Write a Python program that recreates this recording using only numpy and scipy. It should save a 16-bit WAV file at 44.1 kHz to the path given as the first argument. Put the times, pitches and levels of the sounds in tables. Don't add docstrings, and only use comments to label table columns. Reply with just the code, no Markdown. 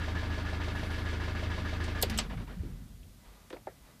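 import sys
import numpy as np
from scipy import signal
from scipy.io import wavfile

SR = 44100
rng = np.random.default_rng(int(sys.argv[2]) if len(sys.argv) > 2 else 0)


def output_pcm(signal):
    pcm = np.clip(np.atleast_2d(signal).T, -1, 1) * 32767
    wavfile.write(sys.argv[1], SR, np.round(pcm).astype(np.int16))


def voltage_ratio(decibels):
    exponent = np.asarray(decibels, float) / 20
    return 10 ** exponent


N = 176400
T = np.arange(N) / SR
SLOW_T = T[::16]
CYCLE_S = .15


def rms_one(x):
    return x / np.sqrt(np.mean(x ** 2) + 1e-20)


def in_time(rows):
    s, *columns = np.transpose(rows)
    return [np.interp(T, s, c) for c in columns]


def drift(rate_hz):
    knots = rng.standard_normal(402)
    return np.interp(T * rate_hz, np.arange(402), knots) * 1.2


def bump(offset, width):
    return np.exp(-.5 * (offset / width) ** 2)


def band(x, low_hz, high_hz):
    sos = signal.butter(2, [low_hz, min(high_hz, .48 * SR)], "band", fs=SR, output="sos")
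    return signal.sosfilt(sos, x)


def resonance(x, hz, width_hz):
    r = np.exp(-np.pi * width_hz / SR)
    return signal.lfilter([1, 0, -1], [1, -2 * r * np.cos(2 * np.pi * hz / SR), r * r], x + 1e-18)


def bank(spectrum, sources, shape):
    hz, db = np.transpose(spectrum)
    edges = hz[0] * 2 ** np.arange(0, np.log2(hz[-1] / hz[0]), 1 / 3)
    out = 0
    for k, (low, high) in enumerate(zip(edges, edges[1:])):
        mid = np.sqrt(low * high)
        level = voltage_ratio(np.interp(np.log(mid), np.log(hz), db))
        out = out + level * band(sources[k % 2] * shape(mid), low, high)
    return rms_one(out)


def crank():
    # (time [s], speed [share of idle], hum [dB], clatter [dB])
    run_down = [
        (0, 1, 0, 0),
        (2.08, 1, 0, 0),
        (2.2, .76, -6, -1),
        (2.24, .75, -8, -6),
        (2.28, .75, -10, -17),
        (2.48, .7, -18, -24),
        (2.6, .5, -26, -27),
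        (2.8, .3, -40, -34),
        (3.0, .1, -60, -45),
        (4, .1, -70, -70),
    ]
    speed, hum_db, clatter_db = in_time(run_down)
    return np.cumsum(speed) / SR / CYCLE_S, hum_db, clatter_db


def hum():
    # (multiple of cycle rate [1], level [dB rms])
    orders = [(4, -44.5), (8, -44.5), (12, -37), (13, -54), (15, -57), (16, -44), (24, -57), (26, -53),
              (36, -56), (18, -60), (22, -62), (28, -63), (32, -57), (33, -60), (35, -58), (37, -57),
              (41, -62), (42, -61), (44, -59), (45, -58), (51, -62), (55, -59), (59, -65), (68, -65)]
    first_fire_s, boom_order, wander_db, slip_rad = .0095, 14, 1.1, .15
    cycles, hum_db, _ = crank()
    angle = 2 * np.pi * (cycles - first_fire_s / CYCLE_S)
    out = 0
    for order, db in orders:
        if order % 4 == 0:
            lag = np.pi / 2 * (order > boom_order)
        else:
            lag = rng.uniform(0, 2 * np.pi)
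        level = np.sqrt(2) * voltage_ratio(db + wander_db * drift(21.98))
        out = out + level * np.cos(order * angle - lag + slip_rad * drift(19))
    return voltage_ratio(hum_db) * out


def rattle_grains(cycles):
    repeat_share, grain_db = .5, .7
    size = int(CYCLE_S * SR)
    grains = rng.standard_normal((2, N + size)) * voltage_ratio(grain_db * rng.exponential(1, (2, N + size)))
    fresh = grains[:, :N]
    looped = grains[:, N + (cycles * size).astype(int) % size]
    return rms_one(np.sqrt(1 - repeat_share) * fresh + np.sqrt(repeat_share) * looped)


def contact_pushes(cycles, clatter_db):
    # (time in cycle [s], level over the wash [dB], centre [Hz], width [octaves], decay [s])
    contacts = [(.074, 7, 630, .2, .012), (.146, 5, 950, .6, .03), (.076, 4, 1000, .5, .03),
                (.148, 7, 1690, .08, .05), (.012, 3, 2300, .3, .04), (.001, 3, 4500, .7, .07),
                (.035, 6, 6500, .6, .09), (.08, 4, 3800, .5, .04), (.076, 2, 240, .4, .03),
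                (.117, 2, 240, .4, .025), (.01, 1, 240, .4, .03)]
    # (time [s], level against idle clatter [dB], length [s])
    compressions = [
        (2.242, -12.5, 0.033),
        (2.296, -5, 0.051),
        (2.369, -8.5, 0.026),
        (2.397, -10, 0.044),
        (2.469, -10, 0.07),
        (2.588, -23.5, 0.14),
    ]
    rise_s, spread_db = .0012, .8
    spread = rng.standard_normal((len(contacts), 40))
    slow_cycles = cycles[::16]
    pushes = []
    for (s, db, _, _, decay_s), luck in zip(contacts, spread):
        turns = slow_cycles - s / CYCLE_S
        age = turns % 1 * CYCLE_S
        strength = voltage_ratio(db + spread_db * luck[np.floor(turns).astype(int)])
        pushes.append(strength * (1 - np.exp(-age / rise_s)) * np.exp(-age / decay_s))

    hush_s, hush_length_s, hush_db, hush_above_hz = .139, .010, -5, 2500
    from_hush_s = ((slow_cycles - hush_s / CYCLE_S + .5) % 1 - .5) * CYCLE_S
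    hush = bump(from_hush_s, hush_length_s)

    chug_s, chug_db, chug_length_s = np.transpose(compressions)
    after = np.maximum(SLOW_T[:, None] - chug_s, 0)
    swell = (1 - np.exp(-after / 0.0017)) / (1 + (after / chug_length_s) ** 6)
    chugs = np.sum(voltage_ratio(chug_db) * swell, axis=1)
    chug_tilt_db = -3

    def shape(at_hz):
        gain = 1
        for push, (_, _, hz, octaves, _) in zip(pushes, contacts):
            gain = gain + push * bump(np.log2(at_hz / hz), octaves)
        gain = gain * voltage_ratio(hush_db * hush / (1 + (hush_above_hz / at_hz) ** 2))
        idle = rms_one(gain) * voltage_ratio(clatter_db[::16])
        return np.interp(T, SLOW_T, idle + chugs * voltage_ratio(chug_tilt_db * np.log2(at_hz / 1000)))
    return shape


def block_rings(cycles, sources, shape):
    # (centre [Hz], width [Hz], level [dB])
    modes = [(622, 24, -54), (1685, 15, -54), (1724, 28, -53), (767, 25, -58.5), (1044, 17, -58.5),
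             (222, 18, -65.5), (355, 51, -63.5), (462, 57, -62.5), (929, 16, -60), (1200, 17, -56.5),
             (1421, 25, -60), (2130, 96, -55.5), (2600, 40, -60.5), (3157, 150, -69)]
    # (time in cycle [s], level [dB], pitch struck most [Hz])
    knocks = [(.0005, -2, 1690), (.0088, 0, 1690), (.0171, -2, 1690), (.026, 0, 1690), (.0402, 1, 1690),
              (.080, 3, 1690), (.112, 3, 1690), (.130, 2, 1690), (.148, 2, 630), (.0755, 5, 630),
              (.112, -1, 630), (.147, 1, 766), (.033, 3, 766), (.102, 1, 766), (.010, 3, 930),
              (.083, -1, 930), (.002, -1, 1066), (.012, 0, 1066), (.077, 2, 1066), (.083, 0, 1066),
              (.149, 1, 1200), (.007, -1, 1200), (.034, 1, 1200), (.088, 0, 1200), (.004, 2, 1420),
              (.017, 1, 1420), (.032, 2, 1420), (.093, 0, 1420), (.045, 0, 2120), (.085, 0, 2120),
              (.119, 2, 2120), (.133, 0, 2120), (.099, 0, 2600), (.148, 1, 470), (.080, 3, 470),
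              (.118, 3, 470), (.089, 0, 3157), (.114, 0, 3157)]
    # (time [s], level [dB], pitch struck most [Hz])
    last_knocks = [(1.875, 7, 520), (2.25, 10, 2120), (2.259, 14, 1420), (2.3, 11, 1200), (2.302, 9, 1690),
                   (2.304, 15, 930), (2.333, 16, 766), (2.379, 14, 2120), (2.402, 13, 850),
                   (2.476, 15, 930), (2.494, 15, 1400), (2.505, 14, 540)]
    knock_db, jitter_s, knock_octaves = 35, .0001, .07
    s, db, struck_hz = np.transpose(knocks)
    turns = np.arange(15)[:, None] + (s + jitter_s * rng.standard_normal((15, len(s)))) / CYCLE_S
    at = np.interp(turns, cycles, np.arange(N)).astype(int)
    last_s, last_db, last_hz = np.transpose(last_knocks)
    last_at = (last_s * SR).astype(int)
    unfired = voltage_ratio(-9 * (T > 2.035))
    rings = 0
    for k, (hz, width_hz, ring_db) in enumerate(modes):
        drive = sources[k % 2].copy()
        knock = voltage_ratio(knock_db + db + rng.normal(0, 0.35, at.shape))
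        drive[at] += knock * bump(np.log2(hz / struck_hz), knock_octaves)
        drive[last_at] += voltage_ratio(knock_db + last_db) * bump(np.log2(hz / last_hz), 2 * knock_octaves)
        drive = band(drive, hz / 2, hz * 2) * shape(hz) * unfired
        rings = rings + voltage_ratio(ring_db) * rms_one(resonance(drive, hz, width_hz))
    return rings


def clatter():
    # (frequency [Hz], level [dB per Hz])
    colour = [(76, -18), (130, -2), (200, 0), (300, -6), (509, -8), (999, -10.5), (1700, -8.5),
              (2300, -11.5), (4130, -16.5), (9000, -38.5), (11700, -60), (19800, -120)]
    cycles, _, clatter_db = crank()
    cycles = cycles + .002 * drift(5)
    sources = rattle_grains(cycles)
    shape = contact_pushes(cycles, clatter_db)
    rings = block_rings(cycles, sources, shape)
    return (voltage_ratio(-42) * bank(colour, sources, shape) + rings) / np.sqrt(2)


def rocking():
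    # (time [s], level [dB])
    shudder = [
        (0, -54),
        (2.0, -54),
        (2.3, -44),
        (2.42, -43),
        (2.52, -52),
        (2.64, -43),
        (2.8, -47),
        (3.12, -54),
        (3.22, -62),
        (4, -60),
    ]
    # (frequency [Hz], level [dB per Hz])
    colour = [(20, -8), (60, 5), (150, -0.5), (250, -8.5), (400, -27.5), (600, -16)]
    # (time [s], peak [dB], pitch [Hz], t60 [s])
    rocks = [(2.09, -36, 218, 0.67), (2.138, -40, 46.25, 2.86), (1.8, -49, 56, 0.23),
             (2.363, -36, 106, 0.3), (2.598, -22, 80, 0.064), (3.799, -56, 50, 0.61),
             (2.719, -36, 42, 0.21), (2.98, -50, 40, 0.44), (2.565, -40, 180, 0.32),
             (2.355, -39, 169, 0.13), (2.2, -43, 52, .2), (3.269, -42, 48, 0.19)]
    rumble = bank(colour, rng.standard_normal((2, N)), lambda hz: voltage_ratio(1.6 * drift(15)))
    out = voltage_ratio(in_time(shudder)[0] - 0.5) * rumble
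    for s, db, hz, t60_s in rocks:
        age = np.maximum(T - s, 0)
        envelope = voltage_ratio(db + 3.5 - 60 * age / t60_s) * (1 - np.exp(-age * hz / 0.57))
        out = out + envelope * np.sin(2 * np.pi * hz * age)
    return out


def chuffs():
    # (time [s], level [dB])
    swells = [(0, -56), (2.6, -66.5), (2.8, -67.5), (3.05, -75), (3.2, -71.5), (3.27, -61.5), (3.6, -71),
              (3.75, -69), (3.82, -69.5), (3.88, -61.5), (4, -71.5)]
    # (frequency [Hz], level [dB per Hz])
    colour = [(300, -4.5), (1200, -6), (2500, -14), (5000, -17), (8000, -65)]
    noise = rng.standard_normal((2, N))
    rings = rms_one(sum(resonance(noise[0], hz, 18.0) for hz in (950, 1220, 2010)))
    return voltage_ratio(in_time(swells)[0]) * (bank(colour, noise, lambda hz: 1) + voltage_ratio(-8) * rings)


def microphone_hiss():
    # (frequency [Hz], level [dB per Hz])
    colour = [(120, -19.5), (200, 1.5), (477, -20), (572, -7), (836, -23), (3440, -18.5), (4120, -18.5),
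              (15200, -22)]
    colour = [*colour, (17000, colour[-1][1])]
    return voltage_ratio(-63) * bank(colour, rng.standard_normal((2, N)), lambda hz: 1)


def brushes():
    # (time [s], level [dB], length [s])
    strokes = [
        (.88, -67.5, .12),
    ]
    swell = sum(voltage_ratio(db) * bump(T - s, length_s) for s, db, length_s in strokes)
    cloth = rms_one(band(rng.standard_normal(N), 8440, 12500))
    return swell * voltage_ratio(2.4 * drift(40.2)) * cloth


def ticks(rows):
    grain_db, snap = 3, 1.5
    out, age = np.zeros(N + SR), np.arange(SR // 6) / SR
    for (s, db, hz, octaves, decay_s), noise in zip(rows, rng.standard_normal((len(rows), len(age)))):
        fade = np.exp(-age / decay_s) + 0.34 * np.exp(-age / (3.2 * decay_s))
        push = noise * voltage_ratio(grain_db * noise[::-1]) * (1 - np.exp(-age / 0.00064)) * fade
        push[SR // 1000] += snap * np.sqrt(SR / hz)
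        burst = band(push, hz / 2 ** octaves, hz * 2 ** octaves)
        burst = band(burst, hz / 4.0 ** octaves, hz * 2.1 ** octaves)
        start = int(s * SR)
        out[start:start + len(age)] += voltage_ratio(db + 5) * burst / np.abs(burst).max()
    return out[:N]


def key_turn():
    # (time [s], peak [dB], centre [Hz], width [octaves], decay [s])
    clicks = [(1.838, -48.5, 6460, 0.59, 0.0092), (2.014, -39, 8000, 1, 0.0083),
              (2.0240, -20, 12300, 0.25, 0.0024), (2.0250, -24.5, 4400, 0.23, 0.0043),
              (2.0245, -26.5, 7460, 0.26, 0.0039), (2.029, -27.5, 2600, 0.49, .006),
              (2.031, -28.5, 645, 0.33, 0.0024), (2.032, -33, 396, 0.39, 0.012),
              (2.0975, -30, 3070, 0.96, 0.0045), (2.098, -42, 9000, .7, 0.006),
              (2.1745, -36, 3320, 0.23, 0.0067), (2.1745, -34.5, 7300, 0.27, 0.0047),
              (2.1745, -41, 12500, .3, 0.0032), (2.179, -36, 9000, .7, 0.0045),
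              (2.1855, -29, 3120, 0.13, 0.0045), (2.186, -27.5, 5040, 0.37, .005),
              (2.1855, -30, 7770, 0.062, 0.0025), (2.187, -24.5, 1490, 1.79, 0.0083),
              (2.2, -37, 3500, 0.75, 0.0053), (2.222, -45, 3000, 0.48, 0.0092)]
    return ticks(clicks)


def trim_ticks():
    # (time [s], peak [dB], centre [Hz], width [octaves], decay [s])
    knocks = [(2.632, -41, 254, 0.5, 0.02), (3.031, -58, 2950, 0.37, 0.0062),
              (3.4995, -53, 5000, 1.0, .004), (3.5035, -42, 1580, 1.13, 0.0038),
              (3.506, -46.5, 460, .5, 0.018), (3.526, -45, 3100, 0.6, 0.011),
              (3.5275, -45.5, 1200, 0.62, 0.01), (3.529, -36, 417, 0.41, 0.0075),
              (3.545, -49, 446, 0.55, 0.0055), (3.562, -46, 505, 0.81, 0.01),
              (3.567, -52, 2040, 0.4, 0.0045), (3.6685, -40.5, 790, 0.24, 0.0043),
              (3.6705, -36, 470, 0.54, .006), (3.669, -49.5, 1580, 0.45, 0.011),
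              (3.669, -57, 3500, 0.36, .002)]
    return ticks(knocks)


def scene():
    engine = hum() + clatter() + rocking() + chuffs()
    cab = microphone_hiss() + brushes() + key_turn() + trim_ticks()
    return (engine + cab)[None]


def top_cut(x):
    return signal.sosfilt(signal.butter(12, 15320, fs=SR, output="sos"), x)


def record(dry):
    low_pass = signal.cheby2(12, 50, 15600, fs=SR, output="sos")
    mix = signal.sosfilt(low_pass, dry)
    return top_cut(mix)


dry = scene()
out = record(dry)
output_pcm(out)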